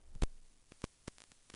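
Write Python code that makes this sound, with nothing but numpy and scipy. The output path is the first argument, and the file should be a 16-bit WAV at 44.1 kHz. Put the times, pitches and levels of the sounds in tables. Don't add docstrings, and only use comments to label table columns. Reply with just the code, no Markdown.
import sys
import numpy as np
from scipy import signal
from scipy.fft import rfft, irfft
from scipy.io import wavfile

SR = 44100
rng = np.random.default_rng(int(sys.argv[2]) if len(sys.argv) > 2 else 0)


def unload_wav(signal):
    wavfile.write(
        sys.argv[1],
        SR,
        np.round(np.clip(np.atleast_2d(signal).T, -1, 1) * 32767).astype(np.int16),
    )


N = 68355
T = np.arange(N) / SR

# start in seconds, level in dB, roughness 0-1.
SYNC_BREAKTHROUGHS = [(0.72, -44, 0.54), (0.8403, -26, 0.26), (1.0799, -31, 0.28), (1.3201, -56, 0.37),
                      (1.5003, -52, 0.4), (1.5203, -61, 0.7), (1.5402, -40, 0.47)]
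# frequency in Hz, relative density in dB.
GRIT_SPECTRUM = [(200, -2), (1300, 3.5), (3600, -0.5), (6000, -6), (11000, -7.5)]


def dropouts():
    # start, length and fall in seconds, level in dB.
    carrier_losses = [(0.223, .0122, .0014, -18.5), (.2360, 0.00075, 0.00017, -24.5)]
    return sum(from_db(db) * gate(start_s, length_s, rise_s=0.00039, fall_s=fall_s)
               for start_s, length_s, fall_s, db in carrier_losses)


def ticks():
    # time in seconds, level in dB.
    single_slips = [(0.152, -35), (0.2191, -25), (0.2217, -41), (0.2372, -16.5), (0.235, -51), (0.236, -37),
                    (0.239, -24), (0.8192, -27.5), (0.844, -27.5), (.8440, -26), (0.8498, -25.5),
                    (0.8516, -35), (1.0765, -25), (1.0780, -34), (1.0787, -22.5), (1.0801, -28.5),
                    (1.087, -28), (1.1835, -26.5), (1.2042, -26.5), (1.2193, -25.5), (1.2391, -27.5),
                    (1.3181, -28), (1.5004, -25), (1.5030, -27.5), (1.5380, -29), (1.5486, -25.5)]
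    # start and length in seconds, level in dB.
    slip_runs = [(0.221, .0023, -24), (.2286, .0012, -33), (0.2325, .0015, -30.5), (.2340, .0027, -23.5)]
    slips_per_s = 4500
    spikes = np.zeros(N)
    for at_s, db in single_slips:
        spikes[min(int(at_s * SR), N - 1)] -= from_db(db)
    uneven_pace = rng.exponential(1, N) ** 2 / 2
    slip_count = np.floor(np.cumsum(uneven_pace) * slips_per_s / SR)
    slips = np.diff(slip_count, prepend=0) > 0
    for start_s, length_s, db in slip_runs:
        spikes -= from_db(db) * slips * (T >= start_s) * (T < start_s + length_s)
    return one_pole(spikes, hz=7660)


def sync_bursts():
    grit = noise(GRIT_SPECTRUM)
    bursts = np.zeros(N)
    for start_s, db, roughness in SYNC_BREAKTHROUGHS:
        pulse = gate(start_s, length_s=0.001607, rise_s=0.00056, fall_s=1 / SR)
        bursts += from_db(db) * pulse * (1 + roughness * grit)
    return bursts


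def landing():
    # start and length in seconds, level in dB.
    airframe_bumps = [(.1500, 0.009, -45.5), (.1565, .0070, -37.5), (.1645, .0050, -62),
                      (.1712, 0.0047, -51.5)]
    hum_hz, wobble_hz, rise_s, decay_s = 68, 18, 0.092, 0.12
    hum = from_db(-59) * np.sin(2 * np.pi * hum_hz * T) * bell_curve(centre_s=0.094, width_s=0.048)
    bumps = sum(-from_db(db) * np.sin(np.pi * np.clip((T - start_s) / length_s, 0, 1)) ** 2
                for start_s, length_s, db in airframe_bumps)
    age_s = T - 0.2142
    envelope = 2 / (np.exp(-age_s / rise_s) + np.exp(age_s / decay_s))
    wobble = -from_db(-43.5) * np.cos(2 * np.pi * wobble_hz * age_s) * envelope
    return hum + bumps + wobble


def leaves():
    dull = one_pole(one_pole(rng.standard_normal(N), hz=294), hz=294)
    brush = from_db(-58) * cusp(centre_s=0.1603, width_s=0.014)
    rustle = from_db(-75.5) * bell_curve(centre_s=0.21, width_s=0.38)
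    return (brush + rustle) * dull / dull.std()


def hiss():
    # time in seconds, level in dB.
    hiss_levels = [(0, -82.5), (.07, -81), (.19, -76.5), (0.261, -76.5), (.32, -75), (0.401, -76),
                   (.52, -75), (.62, -76.5), (.74, -70), (.88, -69.5), (1.002, -73.5), (1.1, -69.5),
                   (1.261, -71), (1.33, -70), (1.399, -72.5), (1.55, -69)]
    # frequency in Hz, relative density in dB.
    hiss_spectrum = [(100, -6), (1000, -6), (2000, -4.5), (4000, -3), (7000, 0), (10000, 0.5), (11500, -4),
                     (14000, -20)]
    times_s, levels_db = np.transpose(hiss_levels)
    bed = from_db(np.interp(T, times_s, levels_db)) * noise(hiss_spectrum)
    swell = sum(from_db(-38 + 0.47 * burst_db) * cusp(start_s, width_s=0.0039)
                for start_s, burst_db, _ in SYNC_BREAKTHROUGHS)
    return bed + swell * noise(GRIT_SPECTRUM)


def rumble():
    # frequency in Hz, relative density in dB.
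    floor_spectrum = [(15, -1.5), (30, -9.5), (60, -15.5), (120, -21.5), (250, -26), (600, -33.5),
                      (1500, -44.5), (5000, -72.5)]
    return from_db(-69) * noise(floor_spectrum)


def from_db(db):
    return 10 ** (np.asarray(db) / 20)


def one_pole(x, hz, kind="low"):
    return signal.sosfilt(signal.butter(1, hz, kind, fs=SR, output="sos"), x + 1e-18)


def noise(spectrum):
    hz, db = np.transpose(spectrum)
    bins_hz = np.maximum(np.arange(N // 2 + 1) * SR / N, 1)
    gain = from_db(np.interp(np.log(bins_hz), np.log(hz), db))
    x = irfft(rfft(rng.standard_normal(N)) * gain, N)
    return x / x.std()


def gate(start_s, length_s, rise_s, fall_s):
    return np.clip(np.minimum((T - start_s) / rise_s, (start_s + length_s - T) / fall_s), 0, 1)


def bell_curve(centre_s, width_s):
    return np.exp(-((T - centre_s) / width_s) ** 2)


def cusp(centre_s, width_s):
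    return np.exp(-abs(T - centre_s) / width_s)


def scene():
    upper_rail, lower_rail = from_db(-24.5), -from_db(-21)
    pulses = one_pole(dropouts() + sync_bursts(), hz=10, kind="high")
    swing = np.minimum(pulses + landing() + leaves(), upper_rail)
    output = np.maximum(swing + ticks(), lower_rail)
    return (output + hiss() + rumble())[None]


def record(dry):
    step, cutoff_hz = from_db(-63), 10450
    lowpass = signal.ellip(8, 0.3, 70, cutoff_hz, fs=SR, output="sos")
    return signal.sosfilt(lowpass, step * np.round(dry / step))


dry = scene()
out = record(dry)
unload_wav(out)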